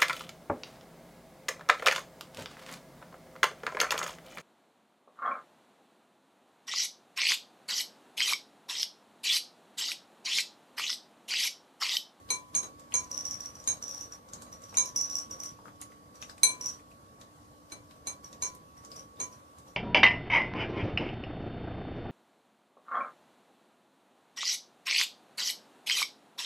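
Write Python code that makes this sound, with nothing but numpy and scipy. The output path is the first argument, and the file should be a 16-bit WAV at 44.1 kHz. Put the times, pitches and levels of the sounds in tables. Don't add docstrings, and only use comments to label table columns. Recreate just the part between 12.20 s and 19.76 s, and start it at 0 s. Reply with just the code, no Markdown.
import sys
import numpy as np
from scipy import signal
from scipy.io import wavfile
from scipy.ndimage import uniform_filter1d

SR = 44100
rng = np.random.default_rng(int(sys.argv[2]) if len(sys.argv) > 2 else 0)


def amplitude_ratio(level_db):
    exponent = np.asarray(level_db, float) / 20
    return 10 ** exponent


def generate_wav(signal):
    frames = np.transpose(np.atleast_2d(signal))
    scaled = np.clip(frames, -1, 1) * 32767
    pcm = np.round(scaled).astype(np.int16)
    wavfile.write(sys.argv[1], SR, pcm)


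N = 333396


def read(points, hz):
    f, value = np.transpose(points)
    return np.interp(np.log(hz + 1), np.log(f + 1), value)


def add(mix, start_s, sound):
    part = mix[:, round(start_s * SR):][:, :sound.shape[1]]
    part += sound[:, :part.shape[1]]


def sides(db):
    return amplitude_ratio([[db / 2], [-db / 2]])


def slow_drift(top_hz):
    t = np.arange(0, N + 256, 256) / SR
    x = sum(np.sin(2 * np.pi * (f * t + rng.random())) / np.sqrt(f) for f in np.geomspace(.2, top_hz, 20))
    return np.interp(np.arange(N) / SR, t, x / x.std())


# freq_hz, density_db (per Hz)
AIR_SPECTRUM = [(20, -49.5), (42, -23), (52, -5), (85, 1), (120, -2), (300, -3), (380, -11.5), (500, -1.5),
                (750, -8), (1100, -9.5), (1500, -12), (2500, -16.5), (6000, -12), (11000, -18.5),
                (15000, -23.5)]
# freq_hz, likeness (0 to 1)
AIR_LIKENESS = [(60, 1), (200, 1), (400, 0.74), (800, 0.37), (1500, 0.), (15000, 0.012)]
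# freq_hz, left_minus_right_db
AIR_LEAN = [(60, 1.5), (180, -2), (550, 4), (1650, 5), (4970, 1), (15000, -2.5)]


def air():
    frames, hz = N // 256 + 5, np.fft.rfftfreq(1024, 1 / SR)
    a, b, c, d, patches = rng.standard_normal((frames, 513, 5)).T
    patches = uniform_filter1d(uniform_filter1d(patches, 8, 0), 12, 1)
    same = np.clip(read(AIR_LIKENESS, hz), -1, 1)[:, None]
    left = a + 1j * b
    right = same * left + np.sqrt(1 - same ** 2) * (c + 1j * d)
    z = np.array([left, right])
    z *= amplitude_ratio(read(AIR_SPECTRUM, hz)[:, None] + 1.7 * patches / patches.std())
    z *= amplitude_ratio(np.array([.5, -.5])[:, None, None] * read(AIR_LEAN, hz)[:, None])
    x = signal.istft(z, nperseg=1024, noverlap=768)[1][:, :N]
    x = signal.sosfilt(signal.butter(6, 46, "high", fs=SR, output="sos"), x)
    return amplitude_ratio(-50) * x / x.std()


MOTOR_ORDERS = [2, 4, 5, 18, 19, 20, 22, 25]
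# level_db, left_minus_right_db, left_lead_rad
MOTOR_HUM = [(-68.5, 2, -2), (-71, -4, -0.5), (-59, 0, -1.27), (-82.5, 8, 6), (-48.5, -4.5, 3),
             (-58, 1, 3.5), (-77.5, -6, 1.5), (-74.5, -7.5, 4)]


def motor():
    shaft_hz = 59.02
    turns = np.cumsum(shaft_hz * (1 + .0006 * slow_drift(3.3))) / SR
    hum = np.zeros((2, N))
    for order, (db, pan_db, lead) in zip(MOTOR_ORDERS, MOTOR_HUM):
        whine = np.sin(2 * np.pi * order * turns + np.array([[lead], [0]]))
        hum += amplitude_ratio(db + 1.5 * slow_drift(2.9)) * sides(pan_db) * whine
    return hum


def bubbles(rows, glide, fizz_db, lean_db, turn_db):
    t, out = np.arange(2600) / SR, np.zeros((2, N))
    fizz = rng.standard_normal((len(rows), 2, len(t))) * rng.exponential(1, (len(rows), 1, len(t)))
    for (start_s, db, hz, cycles), wet in zip(rows, fizz):
        pan_db = lean_db + turn_db * np.log2(hz / 4000)
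        u = t * hz / max(cycles, .5)
        swell = 3.82 * u * np.exp(1 - 2.85 * u)
        pop = swell * np.sin(2 * np.pi * hz * t * (1 + glide * np.minimum(u, 2)))
        band = signal.butter(2, [0.68 * hz, min(1.35 * hz, 12500.)], "band", fs=SR)
        spray = amplitude_ratio(fizz_db - 60 * t / 0.032) * signal.lfilter(*band, wet)
        add(out, start_s, amplitude_ratio(db + 5.5) * sides(pan_db) * (pop + spray))
    return out


# start_s, peak_db, pitch_hz, length_cycles
SMACK_TIMES = [(.09, -45, 4000, 1.1), (.345, -41, 4130, 0.61), (.722, -41, 2770, 2.8),
               (1.441, -42, 6740, 5.2), (2.088, -47, 6130, 3.4), (2.1345, -41.5, 6200, 11),
               (2.528, -42, 1080, 0.8), (2.5425, -44.5, 7100, 4.4), (2.544, -42.5, 2480, 2.6),
               (3.3895, -44, 940, 1.9), (3.456, -43, 1270, 2.4), (3.4625, -61, 1600, 2.4),
               (3.482, -40.5, 1280, 0.84), (3.618, -47.5, 3240, 0.69), (3.621, -54.5, 2030, 4.5),
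               (3.72, -50, 1950, 3.4), (4.0245, -45, 6470, 14), (4.025, -36, 2680, 0.53),
               (4.096, -48, 1560, 3), (4.0965, -44.5, 4900, 14), (4.0965, -53.5, 7630, 24),
               (4.18, -46.5, 2600, 1.1), (4.597, -50.5, 2240, 2.6), (4.715, -53, 2550, 4.9),
               (5.015, -45, 4000, 1.55), (5.5, -48.5, 5200, 2), (5.71, -46.5, 3600, 1.25),
               (6.13, -49.5, 3600, 1.3), (6.7165, -43, 4890, 12.5), (6.97, -52.5, 3540, 6.4)]


def smacks():
    return bubbles(SMACK_TIMES, glide=0.018, fizz_db=-2.0, lean_db=5.0, turn_db=-1.0)


BOWL_PITCH = [1007, 2304, 2325, 3967, 4064, 6153, 6173, 6325, 6460, 6546, 7560, 7920, 8274, 8516, 8635,
              9450, 10200, 10380, 10840, 11190, 12490, 14150]
BOWL_DECAY = [1.3, .58, .16, .14, .13, .3, .15, .11, .22, .15, .26, .2, .17, .11, .17, .26, .22, .22, .13,
              .21, .25, .14]
# lip_left_db, lip_right_db, wall_left_db, wall_right_db, left_lead_rad
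BOWL_MODES = [(-24.5, -36.5, -18, -28, -0.5), (-18, -17.5, -21.5, -25.5, 1.58), (-28, -18.5, -37, -22, 4),
              (-18, -41, -21, -35, -2), (-2, -8.5, -16, -17, 0.5), (-11, -16, -29, -31, -4.5),
              (-7.5, -12.5, -19, -20.5, 12.5), (-30, -6, -22.5, -14, -1.8), (-36.5, -25.5, -18, -1.5, -9.1),
              (-32, -35.5, -1, -2.5, 5), (-28.5, -28.5, -25, -16.5, 4.5), (-29.5, -14, -44.5, -23.5, 1),
              (-15.5, -19, -30.5, -23.5, 1.5), (-34.5, -6.5, -31.5, -34, -16.5),
              (-21.5, -14.5, -19.5, -8, 3.5), (-16.5, -18, -26.5, -38, 2),
              (-17.5, -21.5, -27.5, -16.5, 4.5), (-32, -23, -26, -26.5, -6), (-9, -0.5, -20, -14.5, 2.5),
              (-20.5, -31, -40, -51, 3), (-43, -29.5, -59, -51, -6), (-34.5, -57, -61.5, -62, -3.5)]
# start_s, lip_db, wall_db, hardness_db (per octave), twin_db (on the lower 4 kHz mode)
BOWL_KNOCKS = [(0.1044, -26.5, -32, -3, -3), (0.351, -41, -22.5, 2, 4), (0.7409, -36.5, -22.5, -1, 0),
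               (1.4756, -52, -23, 3.5, 16), (2.5714, -61, -19, 0.5, 14), (4.2337, -16.5, -60.5, 0, 0),
               (5.521, -40.5, -52, -3.5, 5), (5.8714, -34.5, -35.5, -0.5, -2), (6.2234, -36, -29, -2, -10),
               (7.0019, -44, -31, -2.5, -15), (0.43, -50, -39.5, 0, 18.5), (2.185, -62, -62, -8.5, 19.5),
               (2.265, -64, -54, -3.5, 21)]


def bowl():
    rebound_s = 512 / SR
    split_hz, split_share = 16.5, .7
    free_wall, free_lip = 0.39, 0.53
    lip_l, lip_r, wall_l, wall_r, lead = np.transpose(BOWL_MODES)[:, :, None]
    hz, t60 = np.array(BOWL_PITCH)[:, None], np.array(BOWL_DECAY)[:, None]
    t, out = np.arange(26000) / SR, np.zeros((2, N))

    phase = np.array([lead, 0 * lead])
    onset = 1 - np.exp(-t / 0.00022)
    sign = np.where(hz == 6546, -1, 1)
    waves = sign * onset * np.sin(2 * np.pi * hz * t + phase)
    pair = onset * np.sin(2 * np.pi * (hz - split_hz) * t + phase)
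    throbbing = (waves + split_share * pair) / (1 + split_share)
    waves = np.where(np.isin(hz, [1007, 4064]), throbbing, waves)
    lower_twin = np.arange(len(hz))[:, None] == 3

    count = len(BOWL_KNOCKS)
    grit_band = signal.butter(2, [300., 9000.], "band", fs=SR)
    grit = signal.lfilter(*grit_band, rng.standard_normal((count, 2, 3000)))
    grit = grit * amplitude_ratio(-60 * t[:3000] / 0.055)
    thud_band = signal.butter(1, [90., 800.], "band", fs=SR)
    thud = signal.lfilter(*thud_band, rng.standard_normal((count, 1, 9000)))
    thud = thud * (1 - np.exp(-t[:9000] / 0.0026)) * amplitude_ratio(-60 * t[:9000] / 0.14)

    for (start_s, lip_db, wall_db, hardness, twin_db), crack, foot in zip(BOWL_KNOCKS, grit, thud):
        lip = amplitude_ratio(lip_db + np.array([lip_l, lip_r]))
        wall = amplitude_ratio(wall_db + np.array([wall_l, wall_r]))
        wall_share = 1 / (1 + amplitude_ratio(lip_db - wall_db))
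        loudest_db = max(lip_db, wall_db)
        colour_db = (hardness + 0.82) * np.log2(hz / 7000) + twin_db * lower_twin
        free = free_lip + (free_wall - free_lip) * wall_share
        decay_db = -60 * t / (1.163 * free * t60)
        ring = amplitude_ratio(6.5) * (np.hypot(lip, wall) * amplitude_ratio(colour_db + decay_db) * waves).sum(1)
        start_s -= .0012
        rebound = 0.51 * wall_share
        add(out, start_s, ring / (1 + 0.96 * rebound))
        add(out, start_s + rebound_s, ring * rebound / (1 + 0.73 * rebound))
        add(out, start_s, amplitude_ratio(loudest_db - 15.0) * crack)
        add(out, start_s, amplitude_ratio(0.26 * loudest_db - 23.5) * foot)
    return out


# start_s, peak_db, return_db
BELL_HITS = [(0.9147, -29, -35), (0.978, -28.5, -36), (1.0538, -28, -37), (1.1113, -26, -36),
             (1.2062, -30.5, -43), (1.6807, -34.5, -38), (1.7477, -33, -40.5), (1.8106, -32, -46),
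             (2.595, -44, -44), (2.659, -28.5, -36), (2.762, -20.5, -47), (2.8122, -23, -34),
             (2.8999, -30.5, -40), (2.955, -24.5, -33), (3.111, -31, -47), (3.2025, -31, -38),
             (3.26, -32.5, -45), (4.0185, -39, -60), (4.412, -29.5, -41), (4.4678, -28.5, -46),
             (6.2235, -37, -40.5), (6.7638, -35, -41.5)]
# start_s, peak_db
BELL_CHINKS = [(0.104, -45), (0.8108, -44), (0.8445, -40), (1.259, -32.5), (1.354, -36.5), (1.4009, -39.5),
               (1.6264, -32), (1.64, -33.5), (1.6936, -33), (1.923, -37.5), (2.328, -39), (2.4386, -38),
               (2.494, -41.5), (2.5516, -40), (2.7743, -25), (2.8237, -37), (2.8714, -51), (2.911, -34),
               (2.9675, -43), (3.0143, -36.5), (3.955, -43.5), (4.46, -26.5), (4.52, -40.5), (4.548, -55),
               (6.045, -39), (6.13, -49.5), (6.577, -45), (6.6494, -45), (7.1273, -43), (7.483, -45)]
HIT_PAN_DB, REFLECTION_PAN_DB, CHINK_PAN_DB = -4., 9.5, -1.6


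def strikes():
    return_s = 0.031
    shake_s, shake_db = 0.013, -8.5
    direct = [(s, db, HIT_PAN_DB) for s, db, _ in BELL_HITS]
    reflected = [(s + return_s, db, REFLECTION_PAN_DB) for s, _, db in BELL_HITS]
    chinks = [(s, db, CHINK_PAN_DB) for s, db in BELL_CHINKS]
    shaken = [(s + shake_s, wall_db + shake_db, CHINK_PAN_DB) for s, _, wall_db, _, _ in BOWL_KNOCKS]
    return direct + reflected + chinks + shaken


# pitch_hz, level_db, t60_s
BELL_MODES = [(5791, 0.5, 0.04), (5630, -6, 0.031), (5946, -7, 0.032), (6290, -9.5, 0.018),
              (10870, -20, 0.038), (13650, -17, 0.0175), (5280, -10, 0.019)]


def bell():
    tick_s, rise_s = .0007, .0014
    early_s, early_db = .0125, -7.5
    t, out = np.arange(2000) / SR, np.zeros((2, N))
    hz, db, t60 = np.transpose(BELL_MODES)[:, :, None]
    hits = strikes()
    chance = rng.random((len(hits), 4 * len(BELL_MODES) + 4))
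    tick_hz = 7600.0 - 710000.0 * np.minimum(t, .003)
    tick = amplitude_ratio(-11.0) * np.exp(-t / tick_s) * np.sin(2 * np.pi * tick_hz * t)
    choke = 0.1397 + 0.89 / (1 + np.exp((t - .0065) / 0.00082))
    envelope = (1 - np.exp(-(t / rise_s) ** 2)) * choke
    for (start_s, peak_db, pan_db), u in zip(hits, chance):
        spot, detune, left, right = u[4:].reshape(4, -1, 1)
        ring = amplitude_ratio(db + 5. * (spot - .5) - 60 * t / t60) * envelope
        turns = hz * (1 + 0.018 * (detune - .5)) * t
        phases = (left, left + 0.1 + 0.2 * right)
        hit = np.array([(ring * np.sin(2 * np.pi * (turns + phase))).sum(0) for phase in phases])
        size = amplitude_ratio(peak_db + 4.0) * sides(pan_db)
        sharp = pan_db != REFLECTION_PAN_DB
        add(out, start_s - .0015, (hit + tick * sharp) * size)
        add(out, start_s + early_s + .002 * (u[0] - .5), amplitude_ratio(early_db - 4. 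* u[1]) * hit * size)
        add(out, start_s + .016 + 0.015 * u[2], amplitude_ratio(-11.5 - 8.9 * u[3]) * hit * size)
    return out


# start_s, peak_db, pitch_hz, length_cycles
TICK_TIMES = [(0.597, -43, 7200, 2.8), (2.1353, -38.5, 7000, 6.3), (2.2218, -34.5, 7300, 1.6),
              (2.2394, -47, 8200, 2.5), (2.4199, -43, 7160, 3), (2.9867, -36.5, 7700, 1.5),
              (3.236, -32, 8200, 0.72), (3.6148, -36, 9400, 6.1), (3.6149, -39, 6900, 4.5),
              (3.628, -44, 6550, 6), (3.9554, -44, 6700, 1.9), (4.1819, -45, 7700, 4.2),
              (4.4877, -41, 7450, 2.2), (5.013, -43, 6770, 2.5), (6.129, -37.5, 6150, 1.9),
              (6.3505, -39.5, 9550, 2.4), (6.6498, -39, 6500, 2.7), (6.761, -46, 7930, 1.5),
              (7.3861, -41, 7500, 2.1), (7.4639, -55, 7230, 3.1)]


def ticks():
    return bubbles(TICK_TIMES, glide=0.017, fizz_db=-11.5, lean_db=-8.0, turn_db=1.7)


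# freq_hz, t60_s
ROOM_DECAY = [(200, 0.73), (1000, 0.19), (4000, 0.24), (8000, 0.26), (15000, 0.059)]


def room(x):
    taps = np.zeros((2, SR // 2))
    at = np.arange(180, SR // 2 - 20, 20) + rng.integers(0, 20, (2, (SR // 2 - 181) // 20))
    np.put_along_axis(taps, at, rng.choice([-1., 1.], at.shape), 1)
    hz, t, z = signal.stft(taps, SR, nperseg=256)
    z = z * amplitude_ratio(-60 * t / read(ROOM_DECAY, hz)[:, None])
    tail = signal.istft(z, SR, nperseg=256)[1]
    return signal.oaconvolve(x, tail / np.linalg.norm(tail[0]), axes=1)[:, :N]


def scene():
    background = air() + motor()
    cat = smacks() + ticks()
    ware, jingle = bowl(), bell()
    tail = room(amplitude_ratio(-4.0) * ware + amplitude_ratio(-2.94) * jingle + amplitude_ratio(-2.5) * cat)
    return ware + jingle + cat + tail + background


def low_pass(x):
    return signal.sosfilt(signal.butter(12, 15730, fs=SR, output="sos"), x)


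# freq_hz, gain_db
GATE_SHUT = [(60, -3.5), (500, -6), (1500, -10), (6000, -15), (15000, -12)]


def record(dry):
    hz, t, z = signal.stft(dry, SR, nperseg=512, noverlap=384)
    level_db = 10 * np.log10((abs(z[:, hz > 1500]) ** 2).sum((0, 1)) + 1e-12)
    quiet_db = np.median(np.sort(level_db)[:len(t) // 4])
    opened = np.clip((level_db - quiet_db - .6) / 15.16, 0, 1) ** 0.67
    fall = t / 0.084
    opened = np.maximum.accumulate(opened + fall) - fall
    opened = uniform_filter1d(opened, size=7, origin=-2)
    z = z * amplitude_ratio(read(GATE_SHUT, hz)[:, None] * (1 - opened))

    power = uniform_filter1d(uniform_filter1d(abs(z) ** 2, size=8, axis=1), size=8, axis=2)
    band_db = 10 * np.log10(power + 1e-16)
    masked = (hz[:, None] > 11400) & (band_db < uniform_filter1d(level_db, size=8) - 47.)
    beyond = (hz[:, None] > 14650) & (band_db < -80.)
    gated = signal.istft(z * ~(masked | beyond), SR, nperseg=512, noverlap=384)[1][:, :N]
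    return low_pass(gated)


dry = scene()
out = record(dry)
generate_wav(out)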